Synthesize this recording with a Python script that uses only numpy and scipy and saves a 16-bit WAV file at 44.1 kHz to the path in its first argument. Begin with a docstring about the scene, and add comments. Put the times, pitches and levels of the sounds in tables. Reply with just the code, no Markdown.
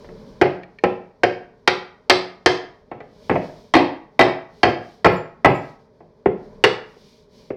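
"""A rubber mallet knocks the joints of a wooden chair frame together on a padded bench in a workshop.
Each blow is a burst of tiny jolts that rings the frame's modes, plus a crack of banded noise.
A loose joint ticks and a small metal thing on the bench jingles, both as ringing sines.
The room answers with decaying noise; cloth and hands rustle over a faint hum, both shaped noise."""
import sys
import numpy as np
from scipy import signal
from scipy.fft import rfft, irfft
from scipy.io import wavfile
from scipy.ndimage import uniform_filter1d, minimum_filter1d

SR = 44100
rng = np.random.default_rng(int(sys.argv[2]) if len(sys.argv) > 2 else 0)


def level_to_linear(level):
    """Convert decibel levels to linear amplitude factors, elementwise."""
    exponent = np.asarray(level, float) / 20
    return 10 ** exponent


def bounce(signal):
    """Save signal as a 16-bit WAV file at the path given by the first command-line argument."""
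    frames = np.transpose(np.atleast_2d(signal))
    limited = np.clip(frames, -1, 1)
    pcm = np.round(limited * 32767).astype(np.int16)
    wavfile.write(sys.argv[1], SR, pcm)


N = 333396


def at_hz(points, hz):
    """Reads a curve of (f/Hz, value) points along a logarithmic frequency axis."""
    points = np.array(points)
    return np.interp(np.log(hz), np.log(points[:, 0]), points[:, 1])


def band(x, low, high):
    """Band-pass filter between two edges in Hz."""
    return signal.sosfilt(signal.butter(2, [low, high], "band", fs=SR, output="sos"), x)


def dying(t60, size):
    """Exponential decay that falls 60 dB in t60 seconds."""
    return level_to_linear(-60 * np.arange(size) / (t60 * SR))


def ring(force, hz, t60):
    """A two-pole resonator: a unit click sets a sine of height about 1 ringing."""
    radius = level_to_linear(-60 / (t60 * SR))
    angle = 2 * np.pi * hz / SR
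    poles = [1, -2 * radius * np.cos(angle), radius * radius]
    return signal.lfilter([0, np.sin(angle)], poles, force + 1e-18)


def drift(rate):
    """Slow chance: normal draws of spread 1, rate per second, joined by straight lines."""
    knots = rng.standard_normal(400)
    return np.interp(np.arange(N) * rate / SR, np.arange(400), knots)


def coloured(spectrum, patchy_db):
    """Noise of a given spectrum, set to rms 1 before its level is made to flicker."""
    hz = np.maximum(np.arange(N // 2 + 1) * SR / N, 1)
    noise = irfft(rfft(rng.standard_normal(N)) * level_to_linear(at_hz(spectrum, hz)), N)
    noise = noise / np.sqrt(np.mean(noise ** 2) + 1e-20)
    return noise * level_to_linear(patchy_db * drift(20))


# spectrum of the low hum: f/Hz, relative level/dB
HUM_SPECTRUM = [(15, -35), (25, -5), (86, -10), (229, -3), (331, -20), (433, 0), (505, -13), (624, -7),
                (662, -26), (973, -17), (1300, -31), (1510, -29), (2500, -38), (3250, -68), (5500, -120)]
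# spectrum of cloth and hands: f/Hz, relative level/dB
RUSTLE_SPECTRUM = [(880, -48), (1500, -18), (2390, -3), (2660, -14), (3000, -4), (4370, -1), (5440, -3),
                   (7610, -19), (16000, -27)]
# hands and cloth move on the frame: t/s, length/s, rustle level/dB, level/dB of the low hum they stir up
HAND_MOVES = [(-.3, 0.93, -60.5, -42.5), (3.056, 0.72, -55.5, -46.5), (4.477, .3, -63, -52.5),
              (4.75, 0.31, -61, -61.5), (5.454, 0.33, -60, -62), (6.225, 0.63, -68, -45.5),
              (6.8, 0.49, -58, -58), (7.269, 0.28, -61, -52.5)]


def handling():
    """Each movement swells and fades; its power adds to the still room's rustle and hum."""
    still_rustle_db, still_hum_db = -75.5, -54
    now = np.arange(N) / SR
    power = level_to_linear(np.array([[still_rustle_db], [still_hum_db]])) ** 2 * np.ones(N)
    for start, length, *levels_db in HAND_MOVES:
        swell = np.sin(np.pi * np.clip((now - start) / length, 0, 1)) ** 2
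        power = power + level_to_linear(np.array(levels_db))[:, None] ** 2 * swell
    rustle, hum = np.sqrt(power)
    return hum * coloured(HUM_SPECTRUM, patchy_db=-0.4) + rustle * coloured(RUSTLE_SPECTRUM, patchy_db=2.0)


# how long the room rings: f/Hz, t60/s
ROOM_DECAY = [(60, 0.2), (160, 0.48), (420, 0.36), (1100, 0.51), (2910, 0.38), (6000, 0.35), (9000, 0.32),
              (15000, .12)]
# tone of the room: f/Hz, relative level/dB
ROOM_TONE = [(60, -9), (150, 1), (290, 0), (600, 0.5), (1500, -7), (3000, -2), (4500, -1.5), (7500, -12),
             (12000, -9)]


def room_echo(size):
    """Third-octave bands of noise, swelling for a few ms and dying each at its own rate; unit energy."""
    edges = 40 * 2 ** (np.arange(27) / 3)
    white = rng.standard_normal((2, size))
    echo = 0
    for k, (low, high) in enumerate(zip(edges, edges[1:])):
        hz = np.sqrt(low * high)
        part = band(white[k % 2], low, high) * dying(at_hz(ROOM_DECAY, hz), size)
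        # energy in step with bandwidth keeps the tone flat before colouring
        echo = echo + part * level_to_linear(at_hz(ROOM_TONE, hz)) * np.sqrt(hz / np.sum(part ** 2))
    echo = echo * (1 - np.exp(-np.arange(size) / (.008 * SR)))
    return echo / np.sqrt(np.sum(echo ** 2))


# touches of the small metal part: t/s, relative level/dB
METAL_TOUCHES = [(4.68, -61), (5.09, -59.5), (5.122, -55.5), (5.16, -60.5), (5.489, -56.5), (5.545, -56.5)]
# modes of the metal part: f/Hz, relative level/dB, t60/s
METAL_MODES = [(7187, 0, .3), (7763, -11, .3), (11690, -6, .2), (12770, -11, .2)]


def jingle():
    """Each touch is a few ms of chatter that sets the metal modes ringing."""
    force = np.zeros(N)
    chatter = rng.standard_normal((len(METAL_TOUCHES), 400))
    for (s, level_db), row in zip(METAL_TOUCHES, chatter):
        at = round(s * SR)
        force[at:at + 400] = level_to_linear(level_db - 21) * row * np.hanning(400)
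    return sum(level_to_linear(level_db) * ring(force, hz, t60) for hz, level_db, t60 in METAL_MODES)


# light ticks of a loose joint: t/s, relative level/dB
JOINT_TICKS = [(0.6332, -26.5), (0.7863, -26.5), (2.913, -41), (3.004, -40), (6.9476, -50.5)]
# short, high modes of the wood: f/Hz, relative level/dB, t60/s
JOINT_MODES = [(1850, -4, .022), (2300, 0, .025), (4200, -18, .02)]


def ticks():
    """A few ms of soft tiny jolts ring short, high wood modes."""
    force = np.zeros(N + 500)
    jolts = rng.standard_normal((len(JOINT_TICKS), 500))
    for (s, level_db), row in zip(JOINT_TICKS, jolts):
        at = round(s * SR)
        force[at:at + 500] += level_to_linear(level_db - 22.5) * row * dying(0.03, 500)
    force = band(force[:N] + 1e-18, 1400, 5400)
    return sum(level_to_linear(level_db) * ring(force, hz, t60) for hz, level_db, t60 in JOINT_MODES)


# edges of the five bands of a blow, thud to tick: f/Hz
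BLOW_EDGES = [60, 300, 900, 2800, 6000, 8500]
# damping of the wood, a few low modes ringing on: f/Hz, t60/s
WOOD_DECAY = [(124, .2), (153, .45), (165, .45), (178, 1.0), (190, 1.0), (225, .12), (335, .1), (367, .3),
              (400, .12), (437, .3), (480, .2), (520, .1), (1000, .06), (1600, .035), (6400, .02)]
# modes of the frame: f/Hz, then relative level/dB struck on rail, on rung, on rail gripped higher
FRAME_MODES = [(129, -22, -13.5, -7.5), (154.8, -30, -8, -14), (181, -15, -43, -43),
               (239, -19.5, -8.5, -5.5), (283, -21, -9, -6), (348, -25, -12, -25.5),
               (368.4, -7.5, -13.5, -12.5), (406.6, -10, -13.5, 2), (436.6, -21.5, -17.5, -4),
               (478.6, -17, -18, -11.5), (503.6, -14, -13, -5), (562, -9, -18.5, -21.5),
               (664, -16.5, -7, -17.5), (711, -7.5, -5, -10.5), (816, -10, -12.5, -27.5),
               (771.4, -18.5, -23, -11.5), (915, -16, -9, -5), (1086, -19, -3, -13),
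               (1310, -16.5, -9, -26.5), (1810, -8, -46.5, -13), (1964, -12.5, -3, -4),
               (2220, -18, -20.5, -15), (2807, -21, -16, -5), (2830, -11, -18, -0.5), (3157, -5, -1, -22),
               (3740, -17, -3.5, -18.5), (4266, -9.5, -6, -12), (4570, -9.5, -17.5, -11),
               (5600, -23.5, -32, -16), (6660, -9, -15.5, -26)]
# decay of the crack in each band: t60/s
CRACK_DECAY = [0.14, .1, .07, 0.043, 0.013]
# crack in each band: relative level/dB
CRACK_LEVELS = [-4.5, -7.5, -4.5, -6, 6]
# stretch of each band's upper edge [factor]; the top band trails off gently into the treble
CRACK_SKIRT = [1, 1, 1, 1, 2]
# time constant of the jolts on rail, rung, rail gripped higher: t/s
CONTACT_TIME = [.005, .008, .005]
# thud at hardness 0 on rail, rung, rail gripped higher: level/dB against the peak
THUD_LEVELS = [-19, -17, -16]


def knock(peak_db, hard_db, spot, chance):
    """One blow: a short jolting force rings the modes, and the contact cracks in every band."""
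    mode_scatter_db = 2.0   # no two blows land alike
    size, steps = len(chance), np.arange(1500)
    # harder contact thuds less and is brighter
    thud_db = THUD_LEVELS[spot] - 0.2 * hard_db
    knock_db = 3.5 + 0.33 * hard_db
    tick_db = -19.5 + 0.99 * hard_db
    levels_db = peak_db + np.array([thud_db, 0, knock_db, hard_db, tick_db])

    jolts = chance[:1500] * np.exp(-steps / (CONTACT_TIME[spot] * SR))
    usual = np.sqrt(np.sum(jolts ** 2))
    swell = 1 - np.exp(-np.arange(size) / (.001 * SR))
    rings, crack = np.zeros((2, size))
    for k, crack_t60 in enumerate(CRACK_DECAY):
        low, high = BLOW_EDGES[k:k + 2]
        force = band(band(jolts, low * .8, high * 1.25), low * .8, high * 1.25)
        padded = np.pad(force, (0, size - 1500))
        for (hz, *spot_db), luck in zip(FRAME_MODES, chance[2000:]):
            if low <= hz < high:
                t60 = at_hz(WOOD_DECAY, hz)
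                span = min(size, int(t60 * SR) + 1500)
                # the jolts blur the start of each mode; its strength is set mostly by the blow
                drive = np.abs(np.sum(force * np.exp(2j * np.pi * hz * steps / SR)))
                mode_db = levels_db[k] + spot_db[spot] + mode_scatter_db * luck
                share = level_to_linear(mode_db) / (drive + usual / 3)
                rings[:span] += share * ring(padded[:span], hz, t60)
        span = int(crack_t60 * SR) + 1500
        hiss = chance[-span:] * swell[:span] * dying(crack_t60, span)
        # steep edges keep soft blows dull
        for top in (high, high * CRACK_SKIRT[k], high * CRACK_SKIRT[k]):
            hiss = band(hiss, low, top)
        density = np.sqrt(SR / 2 / (high - low))   # evens out narrow and wide bands
        crack[:span] += level_to_linear(levels_db[k] + CRACK_LEVELS[k]) * hiss * density
    return rings, crack


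# knocks on the frame, rebounds included: t/s, relative level/dB at 300-900 Hz,
# hardness as level/dB of the 2.8-6 kHz snap against that
BLOWS = [(0.044, -37, -25.5), (0.088, -34.5, -37), (0.413, 0, -17), (0.456, -13, -32), (0.837, -3.5, -21),
         (1.234, -3.5, -12), (1.675, -5, 2.5), (2.097, -4, 6), (2.109, -5, -18), (2.46, -2.5, 2.5),
         (2.914, -23, -35), (3.003, -30, -23.5), (3.295, -9, -25), (3.308, -8.5, -40.5),
         (3.355, -12.5, -33.5), (3.738, -4, -9), (3.752, 0, -12), (4.192, -2, -8), (4.21, -4.5, -9),
         (4.631, -3, -9.5), (4.652, -11, -17.5), (4.679, -13, -38), (5.045, -6, -10.5), (5.056, 0.5, -27),
         (5.446, 0, -19.5), (5.456, -2, -32.5), (6.004, -36.5, -57), (6.258, -7.5, -38.5), (6.639, -4.5, 2),
         (6.965, -48, -33), (7.503, -21.5, -43.5)]
# the mallet moves from the rail to the rung, then back to the rail with the frame gripped higher: t/s
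SPOT_MOVES = [2.8, 6.1]
# send to the room from rail, rung, rail gripped higher: level/dB
ROOM_SENDS = [-10, -7.5, -11]


def mallet():
    """All blows of the mallet on the wood, dry and as sent to the room."""
    size = SR // 2
    dry, sent = np.zeros(N + size), np.zeros(N + size)
    chance = rng.standard_normal((len(BLOWS), size))
    fade = np.hanning(2 * size)[size:]
    for (s, peak_db, hard_db), row in zip(BLOWS, chance):
        spot = int(np.searchsorted(SPOT_MOVES, s))
        at = round(s * SR)
        rings, crack = knock(peak_db, hard_db, spot, row) * fade
        dry[at:at + size] += rings + crack
        # the room gets less of the ringing modes than of the crack
        sent[at:at + size] += level_to_linear(ROOM_SENDS[spot]) * (level_to_linear(-5.5) * rings + crack)
    return dry[:N], sent[:N]


def scene():
    """Frame and loose joint in the room, with the dry metal part, over the handling noise."""
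    blows, sent = mallet()
    small = ticks()
    room = signal.fftconvolve(sent + level_to_linear(-18.0) * small, room_echo(SR * 3 // 4))[:N]
    return (blows + small + room + jingle() + handling())[None]


def roll_off(x):
    """The treble ends steeply here."""
    return signal.sosfilt(signal.butter(12, 16700, fs=SR, output="sos"), x)


def record(dry):
    """A fast limiter pulls the blows down; the tallest peaks still clip, which spits short treble clicks."""
    ceiling = .95
    headroom_db = 2           # how far the limiter lets peaks run past the ceiling
    release_db_per_s = 1100.0
    level_db = 20 * np.log10(np.abs(dry[0]) / ceiling + 1e-9)
    over_db = np.maximum(level_db - headroom_db, 0)
    fall_db = release_db_per_s * np.arange(N) / SR
    held_db = np.maximum.accumulate(over_db + fall_db) - fall_db
    # looking ahead 1 ms, the gain glides down just before each peak
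    ahead_db = uniform_filter1d(-minimum_filter1d(-held_db, size=89), size=45)
    finished = np.clip(dry * level_to_linear(-ahead_db), -ceiling, ceiling)
    return roll_off(finished)


dry = scene()
out = record(dry)
bounce(out)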